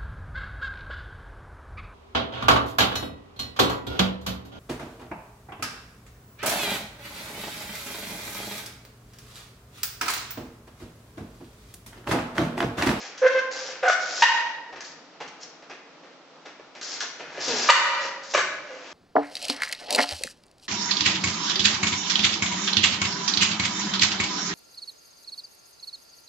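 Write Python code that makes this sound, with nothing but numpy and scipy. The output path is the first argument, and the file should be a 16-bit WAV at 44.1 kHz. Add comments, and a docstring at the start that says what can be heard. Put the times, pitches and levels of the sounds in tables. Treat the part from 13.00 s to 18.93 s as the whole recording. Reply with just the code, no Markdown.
"""A trials bike's brakes honk as it hops along wooden beams in a big barn.
The pads stick and slip, sounding through the frame and setting the wheel ringing.
Between grabs the freewheel buzzes, the chain clinks, and tyres scrub, thump and hum on the timber.
The barn rings on over a steady hush; a limiter ducks the loudest peaks."""
import sys
import numpy as np
from scipy import signal
from scipy.fft import rfft, irfft, next_fast_len
from scipy.io import wavfile
from scipy.ndimage import uniform_filter1d, minimum_filter1d

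SR = 44100
rng = np.random.default_rng(int(sys.argv[2]) if len(sys.argv) > 2 else 0)


def persist_wave(psi):
    """Save psi, clipped to +-1, as 16-bit WAV."""
    counts = np.round(np.clip(psi, -1, 1) * 32767).astype(np.int16)
    wavfile.write(sys.argv[1], SR, np.atleast_2d(counts).T)


N = 261513
BAND_EDGE_HZ = 7950


def amp(db):
    """Decibels to gain."""
    return 10 ** (np.asarray(db) / 20)


def unit_rms(x):
    """Scale to rms 1."""
    return x / np.sqrt(np.mean(x ** 2) + 1e-20)


def lookup(curve, hz):
    """Interpolate a table on a log-frequency axis."""
    points_hz, values = np.transpose(curve)
    return np.interp(np.log(hz + 1), np.log(points_hz), values)


def colour(x, curve, tilt_db_per_oct=0):
    """Filter by a gain curve tilted about 1 kHz; cut off just past the band edge."""
    size = next_fast_len(x.shape[-1] + 2048)
    hz = np.fft.rfftfreq(size, 1 / SR)
    octaves = np.log2(np.maximum(hz, 200) / 1000)
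    gain = amp(lookup(curve, hz) + tilt_db_per_oct * octaves) * (hz < BAND_EDGE_HZ + 600)
    return irfft(rfft(x, size) * gain, size)[..., :x.shape[-1]]


def wander(shape, span_samples):
    """Smooth random drift, rms 1."""
    drift = uniform_filter1d(rng.standard_normal(shape), span_samples)
    return unit_rms(uniform_filter1d(drift, span_samples))


def grit(samples, spread_db):
    """Dense tiny contacts of uneven size."""
    return unit_rms(rng.standard_normal(samples) * amp(spread_db * wander(samples, span_samples=24)))


def stroke(hold_s, swell_db, attack_s, release_s):
    """Attack, sloping hold, release: returns time, progress 0-1 and gain."""
    t = np.arange(0, hold_s + 7 * release_s, 1 / SR)
    progress = np.minimum(t / hold_s, 1)
    edges = np.minimum(t / attack_s, 1) * np.exp(-np.maximum(t - hold_s, 0) / release_s)
    return t, progress, edges * amp(swell_db * (progress - 0.5))


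# Hub response: freq_hz, gain_db
HUB_BODY = [(100, -47.5), (600, -28), (1500, -6.5), (2200, -12.5), (3300, -3), (4200, 0.5), (5200, 4),
            (6400, 0), (7300, -2.5), (8200, -34.5)]
# Spells of rolling: start_s, hold_s, freewheel_db, scrub_db, swell_db
WHEEL_ROLLS = [ (0, 0.089, -46.5, -44, -7), (.51, .21, -41.5, -43, 0), (0.996, .218, -38, -44.5, 10.5),
               (1.841, 0.1, -51, -59, -19), (2.401, 0.034, -46, -59, 8), (3.811, 0.16, -39, -47, 2),
               (4.019, 0.026, -38, -40.5, -11), (4.274, 0.11, -64, -46.5, 15), (4.40, 0.083, -34, -40, 3),
               (4.482, 0.3, -31.5, -34, 0.5), (5.004, 0.062, -41, -41.5, 1.5), (5.227, 0.14, -45, -64, 11),
               (5.663, 0.4, -59.5, -47, 8.5)]


def freewheel(clicks_per_s=330, ring_s=0.008, uneven_db=3):
    """Pawls drop over ratchet teeth so fast that the clicks blur into a buzz."""
    out = np.zeros(N)
    for start_s, hold_s, level_db, _, swell_db in WHEEL_ROLLS:
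        t, _, gain = stroke(hold_s, swell_db, attack_s=0.0039, release_s=0.012)
        teeth = np.cumsum(clicks_per_s * (1 + 0.16 * wander(len(t), span_samples=1500))) / SR
        tooth_force = amp(uneven_db * rng.standard_normal(2048))[teeth.astype(int) % 2048]
        since_click_s = (teeth % 1) / clicks_per_s
        clicks = tooth_force * np.exp(-since_click_s / ring_s) * rng.standard_normal(len(t))
        add(out, start_s, amp(level_db) * gain * unit_rms(colour(clicks, HUB_BODY)))
    return out


# Beam response: freq_hz, gain_db
TIMBER_BODY = [(60, -27), (130, -14.5), (250, -2.5), (400, 8), (700, 6.5), (1100, -2), (1700, -3),
               (2700, -6.5), (3600, -13.5), (6000, -18.5), (8000, -35.5)]


def tyre_scrub():
    """Rubber scrubs the wood as the wheels turn."""
    out = np.zeros(N)
    for start_s, hold_s, _, level_db, swell_db in WHEEL_ROLLS:
        t, _, gain = stroke(hold_s, swell_db, attack_s=0.0063, release_s=0.073)
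        scrub = colour(grit(len(t), spread_db=4), TIMBER_BODY, tilt_db_per_oct=4)
        add(out, start_s, amp(level_db) * gain * unit_rms(scrub))
    return out


# Diffuse-field width: freq_hz, side_gain_db
STEREO_WIDTH = [(40, 4), (120, -10), (250, -12), (500, -10), (1000, -8.5), (2000, -5), (4000, 0.5),
                (8000, -2.5)]


def diffuse(mid, side):
    """Sound from all round: left and right alike in the low mids, unrelated in the treble."""
    side = colour(side, STEREO_WIDTH)
    return np.array([mid + side, mid - side])


# Background spectrum: freq_hz, gain_db
AIR_SPECTRUM = [(18, -58.5), (30, -40), (76, -63), (158, -11), (209, -15), (283, -4.5), (402, -14),
                (451, -6), (1050, -12.5), (1350, -11), (1520, -16.5), (5630, -25), (8000, -38.5),
                (10400, -74.5), (17600, -120)]


def air(level_db=-52):
    """Steady hush of the open barn."""
    mid, side = colour(rng.standard_normal((2, N)), AIR_SPECTRUM)
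    drift_db = 0.5 * wander(N, span_samples=3000)
    return amp(level_db + drift_db) * diffuse(unit_rms(mid), unit_rms(side))


def impact(level_db, decay_s, body, rise_s, tilt_db_per_oct=0):
    """A flurry of contacts swells and dies, coloured by the struck body."""
    t = np.arange(SR // 3) / SR
    contacts = grit(len(t), spread_db=2.5)
    steady_rms = np.sqrt(np.mean(colour(contacts, body, tilt_db_per_oct) ** 2))
    force = np.exp(-t / decay_s) * (1 - np.exp(-t / rise_s))
    return amp(level_db) / steady_rms * colour(contacts * force, body, tilt_db_per_oct)


# Chain response: freq_hz, gain_db
CHAIN_BODY = [(500, -50.5), (1100, 6.5), (1700, 9), (2300, 2.5), (3200, 3.5), (4500, 3), (6000, 8),
              (8000, -9)]
# Drive taking up load: start_s, level_db, decay_s
CHAIN_CLINKS = [(0.028, -36, 0.0031), (0.175, -39.5, 0.029), (0.881, -25, 0.017), (1.805, -35.5, 0.018),
                (2.404, -60, 0.0028), (3.812, -34, 0.0086), (4.004, -24.5, 0.015), (5.235, -37, 0.0066),
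                (5.264, -41, 0.0053), (5.311, -40.5, .004), (5.34, -22, 0.0047)]


def chain_clinks():
    """Pawls and chain snap tight."""
    out = np.zeros(N)
    for start_s, level_db, decay_s in CHAIN_CLINKS:
        add(out, start_s, impact(level_db, decay_s, CHAIN_BODY, rise_s=0.0006))
    return out


def stick_slip(pitch_hz, roughness, tilt_db_per_oct, body, jitter, rasp, smear):
    """A train of slips as harmonics through a body; rough slips come unevenly and rasp."""
    slip_hz = pitch_hz * (1 + jitter * roughness * wander(len(pitch_hz), span_samples=70))
    phase = 2 * np.pi * np.cumsum(slip_hz) / SR
    harmonic = np.arange(1, 15)[:, None]
    gains = amp(lookup(body, harmonic * pitch_hz) + tilt_db_per_oct * np.log2(harmonic))
    gains /= np.sqrt((gains ** 2).sum(0) / 2)
    # Slip edges vary, so upper harmonics dissolve into hiss.
    blur_rad = smear * roughness * (harmonic - 1) * wander(gains.shape, span_samples=36)
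    offset_rad = rng.uniform(0, 2 * np.pi, harmonic.shape)
    tone = (gains * np.cos(harmonic * phase + blur_rad + offset_rad)).sum(0)
    pulsed_noise = rng.standard_normal(len(phase)) * (1 + np.cos(phase))
    return tone + rasp * roughness * unit_rms(colour(pulsed_noise, body))


# Frame and rim radiation: freq_hz, gain_db
FRAME_BODY = [(100, -42.5), (380, -24.5), (500, 10), (900, -2), (1100, -3), (1500, 6.5), (1850, -6.5),
              (2100, -2.5), (2400, -3), (2750, -8.5), (3400, -12.5), (4500, -18), (6200, -17.5),
              (8000, -42.5)]


def squeal(hold_s, opening_hz, settled_hz, level_db, swell_db, roughness, tilt_db_per_oct):
    """A pad catches, slides onto its note, and grows cleaner and brighter as it bites."""
    attack_s, release_s = 0.0021 + 0.15 * hold_s, 0.003 + 0.1 * hold_s
    settle_s, lock_share, bite_db_per_oct = 0.0079, 0.37, 4.5
    t, progress, gain = stroke(hold_s, swell_db, attack_s, release_s)
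    pitch_hz = settled_hz + (opening_hz - settled_hz) * np.exp(-t / settle_s)
    bite = progress ** 4.24
    roughness = roughness * (1 - lock_share * bite)  # slips lock into step
    tilt_db_per_oct = tilt_db_per_oct + bite_db_per_oct * bite
    slips = stick_slip(pitch_hz, roughness, tilt_db_per_oct, FRAME_BODY, jitter=0.17, rasp=0.9, smear=1.9)
    return amp(level_db) * gain * slips


# Pad catches: start_s, hold_s, opening_hz, settled_hz, level_db, swell_db, roughness, tilt_db_per_oct
BRAKE_GRABS = [ (0.215, 0.053, 536.6, 516.7, -15.5, 5.5, 0.16, -8.5),
               (.266, 0.015, 518, 529.3, -24.5, -5, 0.07, 0.5),
               (.297, 0.038, 537.6, 536.4, -25, -7.5, .08, -2),
               (0.341, 0.053, 519.5, 520.1, -20, -3.5, 0.08, -3.5),
               (.825, 0.044, 521.3, 513, -24.5, -5, 0.3, -1.5),
               (.829, 0.046, 749, 723.5, -26.5, -2.5, .3, -14),
               (.877, .012, 725.5, 730, -16.5, -2.5, 0.17, -6),
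               (.896, 0.0035, 655, 706, -13, 1, 0.39, -4.5), (.903, .03, 727.6, 726, -29.5, 4, 0.2, 5.5),
               (1.2205, .02, 799.4, 987, -7.5, -12.5, 0.19, -0.5),
               (4.687, .014, 570.5, 544.2, -7, -1, .5, 1), (4.687, .008, 1067, 1308, -3.5, -2, 0.49, -4.5),
               (4.696, .009, 906.7, 955, -0.5, 2, 0.31, -1),
               (5.346, 0.0064, 600, 555, -18.5, 3, 0.19, -0.5),
               (5.347, 0.0041, 1179, 1030, -13.5, -6, 0.21, -9),
               (5.362, .045, 553, 532.3, -25.5, -4, 0.54, 4),
               (5.69, 0.12, 522, 509.4, -44.5, -10, 0.4, -29)]
# Braked wheel modes: freq_hz, gain_db, t60_s
WHEEL_MODES = [(545.6, 8, 2.2), (666, 7.5, 4), (1204, -2.5, 0.11), (1487, -3.5, 0.04), (1690, -4, 0.033),
               (1855, -9, 1.2)]


def brakes(low_cut_hz=360):
    """Pads honk through the frame; the wheel rings on."""
    honk = np.zeros(N)
    for start_s, *grab in BRAKE_GRABS:
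        add(honk, start_s, squeal(*grab))
    # Thin tubes and rims radiate no bass.
    honk = signal.sosfilt(signal.butter(4, low_cut_hz, "highpass", fs=SR, output="sos"), honk)
    out = honk.copy()
    for freq_hz, gain_db, t60_s in WHEEL_MODES:
        radius = np.exp(-np.log(1000) / (t60_s * SR))
        pole = radius * np.exp(2j * np.pi * freq_hz / SR)
        out += 2 * amp(gain_db) * signal.lfilter([1 - radius], [1, -pole], honk + 1e-12).real
    return out


# Landings: start_s, level_db, decay_s, tilt_db_per_oct
LANDINGS = [(1.724, -34.5, 0.016, 1), (1.757, -36, 0.023, 3), (2.134, -40, 0.0049, 0),
            (2.202, -31.5, 0.028, 2.5), (2.277, -37.5, 0.0072, 10.5), (2.622, -44, 0.019, 3.5),
            (2.696, -36.5, 0.028, 3), (3.032, -48, 0.033, 2), (3.453, -37.5, 0.029, 3.5),
            (3.595, -36.5, 0.0076, -1), (3.748, -40.5, 0.036, 4.5), (4.192, -35.5, 0.052, 2),
            (4.376, -32, 0.018, -1), (5.337, -16.5, 0.0049, 6), (5.345, -19.5, 0.013, 2.5),
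            (5.375, -21.5, 0.012, 6.5)]


def tyre_thumps(rise_s=0.0034):
    """Soft tyres land on the beams under the rider's weight."""
    out = np.zeros(N)
    for start_s, level_db, decay_s, tilt_db_per_oct in LANDINGS:
        add(out, start_s, impact(level_db, decay_s, TIMBER_BODY, rise_s, tilt_db_per_oct))
    return out


# Tyre response: freq_hz, gain_db
TYRE_BODY = [(150, -22.5), (250, 3.5), (480, 3.5), (720, -14.5), (1000, -9), (1500, -31.5), (4000, -22)]


def tread_hum(start_s=4.476, level_db=-34.5, opening_hz=256.4, sag_hz_per_s=540):
    """Tread blocks drum at take-off; the pitch sags as the wheel slows."""
    out = np.zeros(N)
    t, _, gain = stroke(hold_s=0.115, swell_db=-11, attack_s=0.0056, release_s=0.02)
    hum = stick_slip(opening_hz - sag_hz_per_s * t, roughness=0.3, tilt_db_per_oct=5,
                     body=TYRE_BODY, jitter=0.073, rasp=0.94, smear=0.08)
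    add(out, start_s, amp(level_db) * gain * hum)
    return out


# Reverb decay: freq_hz, t60_s
BARN_DECAY = [(100, 1.5), (300, 0.79), (600, 1.296), (1000, 0.83), (1900, 0.87), (3000, 0.76), (5000, 0.75),
              (8000, 0.51)]
# Echo strength: freq_hz, gain_db
BARN_RESPONSE = [(100, 7.5), (330, -1.5), (510, -12), (720, -9), (900, -4), (1800, 0), (3000, -3.5),
                 (5000, -4.5), (8000, -2.5)]


def barn_echo(x, early_db=-5, early_t60_s=0.11, build_s=0.0032, echoes_per_s=3000):
    """Quick echoes off floor and wall, then the barn's long ring."""
    t = np.arange(3 * SR // 2) / SR
    signs = rng.choice([-1.0, 1.0], (2, len(t)))
    taps = signs * (rng.random(signs.shape) < echoes_per_s / SR)
    hz, frame_s, spectra = signal.stft(taps, SR, nperseg=512)
    decay = amp(-60 * frame_s / lookup(BARN_DECAY, hz)[:, None])
    _, tail = signal.istft(spectra * decay, SR, nperseg=512)
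    tail = tail[:, :len(t)] * (1 - np.exp(-t / build_s))
    early = taps[:, ::-1] * amp(-60 * t / early_t60_s) * (t > 0.002)
    echoes = tail / np.linalg.norm(tail[0]) + amp(early_db) * early / np.linalg.norm(early[0])
    mid, side = colour(echoes, BARN_RESPONSE)
    return signal.fftconvolve(x[None], diffuse(mid, side), axes=1)[:, :N]


def add(mix, start_s, sound):
    """Mix a sound in at start_s."""
    part = mix[round(start_s * SR):][:len(sound)]
    part += sound[:len(part)]


# Stereo balance: freq_hz, left_over_right_db
STEREO_BALANCE = [(500, -0.7), (1000, -1), (2000, 0.5), (4500, 2.5), (8000, 1)]


def scene():
    """The bike in the barn, its treble a little to the left."""
    bike = brakes() + freewheel() + tyre_thumps() + chain_clinks() + tyre_scrub() + tread_hum()
    left, right = bike + barn_echo(bike)
    left_curve = np.array(STEREO_BALANCE) * [1, 0.5]
    right_curve = left_curve * [1, -1]
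    return np.array([colour(left, left_curve), colour(right, right_curve)]) + air()


def record(dry, ceiling_db=-2.2, recover_db_per_s=36):
    """Look-ahead limiter with slow recovery, then a low-pass at the band edge."""
    over_db = np.maximum(20 * np.log10(abs(dry).max(0) + 1e-9) - ceiling_db, 0)
    recovery_db = recover_db_per_s * np.arange(N) / SR
    cut_db = np.maximum.accumulate(over_db + recovery_db) - recovery_db
    gain_db = uniform_filter1d(minimum_filter1d(-cut_db, size=200), size=200)
    lowpass = signal.firwin(301, BAND_EDGE_HZ, window=("kaiser", 8), fs=SR)
    return signal.oaconvolve(dry * amp(gain_db), lowpass[None], "same")


dry = scene()
out = record(dry)
persist_wave(out)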